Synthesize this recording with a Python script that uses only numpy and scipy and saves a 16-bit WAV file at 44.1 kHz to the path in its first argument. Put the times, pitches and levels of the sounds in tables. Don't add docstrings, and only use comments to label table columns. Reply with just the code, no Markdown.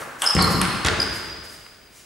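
import sys
import numpy as np
from scipy import signal
from scipy.io import wavfile

SR = 44100
rng = np.random.default_rng(int(sys.argv[2]) if len(sys.argv) > 2 else 0)


def output_pcm(signal):
    pcm = np.clip(np.atleast_2d(signal).T, -1, 1) * 32767
    wavfile.write(sys.argv[1], SR, np.round(pcm).astype(np.int16))


def convert_level_to_amplitude(level_db):
    exponent = np.asarray(level_db, float) / 20
    return 10 ** exponent


N = 90404
LEAD_S = .1


def clock():
    return np.arange(N + int(LEAD_S * SR)) / SR - LEAD_S


def noise():
    return rng.standard_normal(len(clock()))


def rms_one(x):
    return x / np.sqrt(np.mean(x ** 2) + 1e-20)


def peak_one(x):
    return x / (np.abs(x).max() + 1e-12)


def at_hz(points, hz):
    table_hz, value = np.array(points).T
    return np.interp(np.log(hz), np.log(table_hz), value)


def low_pass(x, hz, order=2):
    return signal.sosfilt(signal.butter(order, min(hz, .45 * SR), fs=SR, output="sos"), x)


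def resonate(x, peaks):
    out = 0
    for k, (hz, width_hz, db) in enumerate(peaks):
        r = np.exp(-np.pi * width_hz / SR)
        feed = (1 - r * r) / 2 * np.array([1, 0, -1])
        ring = [1, -2 * r * np.cos(2 * np.pi * hz / SR), r * r]
        out = out + (-1) ** k * convert_level_to_amplitude(db) * signal.lfilter(feed, ring, x + 1e-18)
    return out


def click(s):
    return np.diff(clock() >= s, prepend=False) * 1.0


def dying(s, length_s):
    t = clock() - s
    return (t >= 0) * np.exp(-np.clip(t, 0, None) / length_s)


def swell(s, length_s, sharp):
    return np.sin(np.pi * np.clip((clock() - s) / length_s, 0, 1)) ** sharp


# (frequency [Hz], likeness [share])
LIKENESS = [(50, 0.9455), (150, 0.992), (400, 0.642), (1500, 0.6381), (5000, 0.5731), (12000, 0.8649)]


def diffuse_bands(shape):
    out, edges = 0, 25 * 2 ** np.arange(0, 9.5, 1 / 3)
    white = rng.standard_normal((2, 2, len(clock())))
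    for k, (low, high) in enumerate(zip(edges, edges[1:])):
        band = signal.butter(2, [low, high], "band", fs=SR, output="sos")
        mid, side = signal.sosfilt(band, white[k % 2])
        hz = np.sqrt(low * high)
        alike = np.clip(at_hz(LIKENESS, hz), -1, 1)
        stereo = np.sqrt(1 + alike) * mid + np.sqrt(1 - alike) * side * [[1], [-1]]
        out = out + shape(hz) * stereo
    return out


# (frequency [Hz], density [dB per Hz])
HISS_COLOUR = [(18, -31.5), (30, 14.5), (526, 6), (962, 3), (1630, 0.5), (2170, 4.5), (4910, -8),
               (13000, -6), (16000, -24)]
HISS_DB = -53.5
WHINE_HZ, WHINE_DB = 15625, -42.5


def room_tone():
    hiss = rms_one(diffuse_bands(lambda hz: convert_level_to_amplitude(at_hz(HISS_COLOUR, hz))))
    whine = np.sin(2 * np.pi * WHINE_HZ * clock())
    return convert_level_to_amplitude(HISS_DB) * hiss + convert_level_to_amplitude(WHINE_DB) * whine


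# (frequency [Hz], time to fall 60 dB [s])
HALL_T60 = [(40, 1.1714), (150, 1.4079), (500, 1.4754), (1500, 1.6657), (5000, 1.7265), (9000, 1.0988),
            (14000, 0.6334)]
# (frequency [Hz], level [dB])
HALL_COLOUR = [(40, -10.5), (150, 1), (500, 1), (1500, 0.5), (4000, -7.5), (8000, -10), (14000, -8)]
HALL_BUILDS_S = 0.005


def hall(x):
    t = clock() + LEAD_S
    tail = diffuse_bands(lambda hz: convert_level_to_amplitude(at_hz(HALL_COLOUR, hz) - 60 * t / at_hz(HALL_T60, hz)))
    answer = tail * (1 - np.exp(-t / HALL_BUILDS_S))
    return signal.fftconvolve(answer, x[None], axes=1)[:, :len(t)]


# (time [s], length [s], level [dB], centre [Hz])
SOLE_SCUFFS = [
    (-.03, 0.08774, -40, 8225),
    (0.177, 0.12395, -36, 9252),
    (0.489, 0.06063, -31, 12000),
    (0.988, 0.0641, -38.5, 9000),
    (1.105, 0.10131, -39, 8793),
    (1.429, 0.04568, -44, 9500),
    (1.462, 0.12397, -46, 9500),
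    (1.621, 0.094, -79.5, 8514),
    (1.906, 0.1427, -49, 4826),
]


def scuffs():
    white = low_pass(noise(), 12212)
    out = 0
    for s, length_s, db, hz in SOLE_SCUFFS:
        out = out + convert_level_to_amplitude(db) * swell(s, length_s, sharp=1.2) * resonate(white, [(hz, 2.708 * hz, 3)])
    return out


# (time [s], length [s], pitch [Hz], level [dB], higher at the start [share])
SOLE_SLIPS = [(0.255, 0.0275, 5051, -18, .02), (0.2615, 0.011794, 5020, -13, .11),
              (0.271, 0.008602, 5030, -8.5, .03), (0.286, 0.005785, 5300, -16, .02),
              (.295, 0.003857, 5036, -14.5, .01), (.301, 0.005178, 5262, -15.5, .02),
              (0.305, 0.006616, 5100, -13.5, .02), (0.384, 0.017924, 4275, -22.5, .06),
              (0.391, 0.03431, 4000, -25.5, .01), (0.407, 0.01522, 4700, -15.5, -.06),
              (0.417, 0.02096, 4200, -19.5, .05), (0.426, 0.014, 4421, -25.5, -.03),
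              (0.435, 0.017615, 4167, -17, .05), (0.997, 0.009467, 4836, -21, .01),
              (0.998, 0.010766, 4930, -15.5, .015), (1.016, 0.00709, 4850, -15, .01),
              (1.024, 0.00956, 4900, -16.5, .01)]
SLIP_WOBBLE = .006
SLIP_OCTAVE_DB, SLIP_RASP = -16.5, 0.25923


def squeaks():
    wobble = rms_one(low_pass(noise(), 150))
    rasp = rms_one(low_pass(noise(), 600))
    out = 0
    for s, length_s, hz, db, higher in SOLE_SLIPS:
        slide = higher * np.clip(1 - (clock() - s) / length_s, 0, 1) ** 2
        phase = 2 * np.pi * np.cumsum(hz * (1 + slide + SLIP_WOBBLE * wobble)) / SR
        tone = np.sin(phase) + convert_level_to_amplitude(SLIP_OCTAVE_DB) * np.sin(2 * phase)
        out = out + convert_level_to_amplitude(db) * swell(s, length_s, sharp=0.9388) * tone
    return out * (1 + SLIP_RASP * rasp)


# (time [s], level [dB], boom [Hz], width [Hz])
FOOT_STAMPS = [(-.07, -36, 119.3, 86.4), (.351, -13.5, 174.7, 27.98), (.365, -13, 84.01, 17.426),
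               (.405, -15, 184.6, 28.48), (.43, -20, 114.2, 28.186), (0.476, -24, 94.18, 16.53),
               (.545, -16, 183, 25.94), (.575, -28, 56.46, 12.99), (0.851, -12.5, 73.92, 21.801),
               (0.992, -22, 55, 25.87), (1.299, -32, 60.62, 17.05)]
# (frequency [Hz], width [Hz], level [dB])
FLOOR_BOARDS = [(55, 21.362, -4), (282.53, 158.24, -11.5), (459.78, 371.67, -11.5), (1101.1, 1696, -19)]
SOLE_CUT_HZ = 650.5


def stamps():
    out = 0
    for s, db, hz, width_hz in FOOT_STAMPS:
        push = low_pass(click(s), SOLE_CUT_HZ)
        out = out + convert_level_to_amplitude(db) * peak_one(resonate(push, [(hz, width_hz, 6)] + FLOOR_BOARDS))
    return out


# (time [s], level [dB], centre [Hz], length [s])
SOLE_SLAPS = [
    (.3505, -12, 6296, 0.000819),
    (0.366, -11.5, 2037, 0.001),
    (0.382, -17, 872.4, 0.001648),
    (.388, -10, 1189, 0.003633),
    (0.423, -11.5, 9865, 0.003711),
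    (0.441, -21, 9500, 0.00731),
    (0.522, -28, 12920, 0.00907),
]


def slaps():
    white = noise()
    out = 0
    for s, db, hz, length_s in SOLE_SLAPS:
        sole = [(hz, 0.8344 * hz, 0)]
        once = resonate(white * dying(s, length_s), sole)
        out = out + convert_level_to_amplitude(db) * peak_one(resonate(once, sole))
    return out


# (frequency [Hz], width [Hz], level [dB])
EARLIER_HITS = [
    (-.06, -22.5, 2646),
    (.02, -30, 2516),
    (.068, -41, 2520),
]
EARLIER_TOP = [(439.4, 639.5, -7), (917.6, 217, -0.5), (1556.9, 762, -7)]
NEAR_HITS = [
    (.2195, -8, 13870),
    (.2405, -11.5, 8890),
    (.2495, -17.5, 8950),
]
NEAR_BAT = [(887.5, 443.6, -4), (1481.8, 564.5, -2), (2934, 200, -2.5), (3362.3, 230, -1.5),
            (6799, 908.4, -24), (8201, 230, 2), (10545, 1080, -10), (11730, 932, -33.5)]
TABLE_HITS = [
    (.6148, -5, 11110),
    (.6325, -19.5, 12960),
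    (.652, -16.5, 6000),
    (1.664, -33.5, 2496),
]
TABLE_TOP = [(1164.6, 1200, -3), (1541.6, 270, 3), (2202.5, 1350, -7.5), (3769.5, 1482, -5.5),
             (6000, 823.1, -11), (8632.7, 959.2, -4.5), (10923, 651.7, -1)]
FAR_HITS = [
    (.8475, -10, 8534),
    (.851, -14, 4677),
    (.856, -34.5, 4980),
    (.862, -12.5, 13520),
    (.869, -9, 8900),
    (.884, -7, 4880),
]
FAR_BAT = [(523.7, 643.8, -6), (1486.7, 371.64, 4), (1977.2, 882, -1.5), (3500.4, 857.8, 1.5),
           (4700, 882, -2), (6149.7, 1628, -2.5), (9500, 859, -10.5)]
CONTACT_S, CHATTER = 0.0026563, 0.4864


def ball(hits, body, crack_db):
    white = noise()
    body = [(hz, max(width_hz, 300), db) for hz, width_hz, db in body]

    def strike(push, db, cut_hz):
        crack = push - low_pass(push, 905.8, order=1)
        ringing = resonate(push, body) + convert_level_to_amplitude(crack_db) * crack
        return convert_level_to_amplitude(db) * peak_one(low_pass(ringing, cut_hz))

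    out = 0
    for s, db, cut_hz in hits:
        push = click(s) + CHATTER * white * dying(s, CONTACT_S)
        out = out + strike(push, db, cut_hz)
    first_s, first_db, first_cut_hz = hits[0]
    return out, strike(click(first_s), first_db, first_cut_hz)


BALL_WET_DB, FEET_WET_DB, SQUEAK_WET_DB, SCUFF_WET_DB = -17.5, -26, -26.5, -22.5


def scene():
    earlier, earlier_send = ball(EARLIER_HITS, EARLIER_TOP, -11.5)
    near, near_send = ball(NEAR_HITS, NEAR_BAT, -18)
    table, table_send = ball(TABLE_HITS, TABLE_TOP, -40)
    far, far_send = ball(FAR_HITS, FAR_BAT, -14)
    slap, stamp, squeak, scuff = slaps(), stamps(), squeaks(), scuffs()
    ball_send = near_send + convert_level_to_amplitude(0.5) * table_send + convert_level_to_amplitude(4.5) * far_send + convert_level_to_amplitude(2.0) * earlier_send
    send = convert_level_to_amplitude(BALL_WET_DB) * ball_send + convert_level_to_amplitude(FEET_WET_DB) * (stamp + convert_level_to_amplitude(3.0) * slap)
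    send = send + convert_level_to_amplitude(SQUEAK_WET_DB) * squeak + convert_level_to_amplitude(SCUFF_WET_DB) * scuff
    left, right = convert_level_to_amplitude(np.array([[.6], [-.6]])), convert_level_to_amplitude(np.array([[-.7], [.7]]))
    direct = near * left + (table + far) * right + earlier + slap + stamp + squeak + scuff
    return (direct + convert_level_to_amplitude(-7) * hall(send) + room_tone())[:, -N:]


def top_cut(x):
    return signal.sosfilt(signal.butter(12, 16480, fs=SR, output="sos"), x)


def record(dry):
    bass_gain = convert_level_to_amplitude(np.array([[2.5], [-2.5]]))
    x = dry + low_pass(dry, 237.2, order=1) * (bass_gain - 1)
    x = low_pass(x, 12381)
    rounded = 0.9289 * np.tanh(x / 0.86299)
    mix = signal.sosfilt(signal.cheby2(12, 70, 16600, fs=SR, output="sos"), rounded)
    return top_cut(mix)


dry = scene()
out = record(dry)
output_pcm(out)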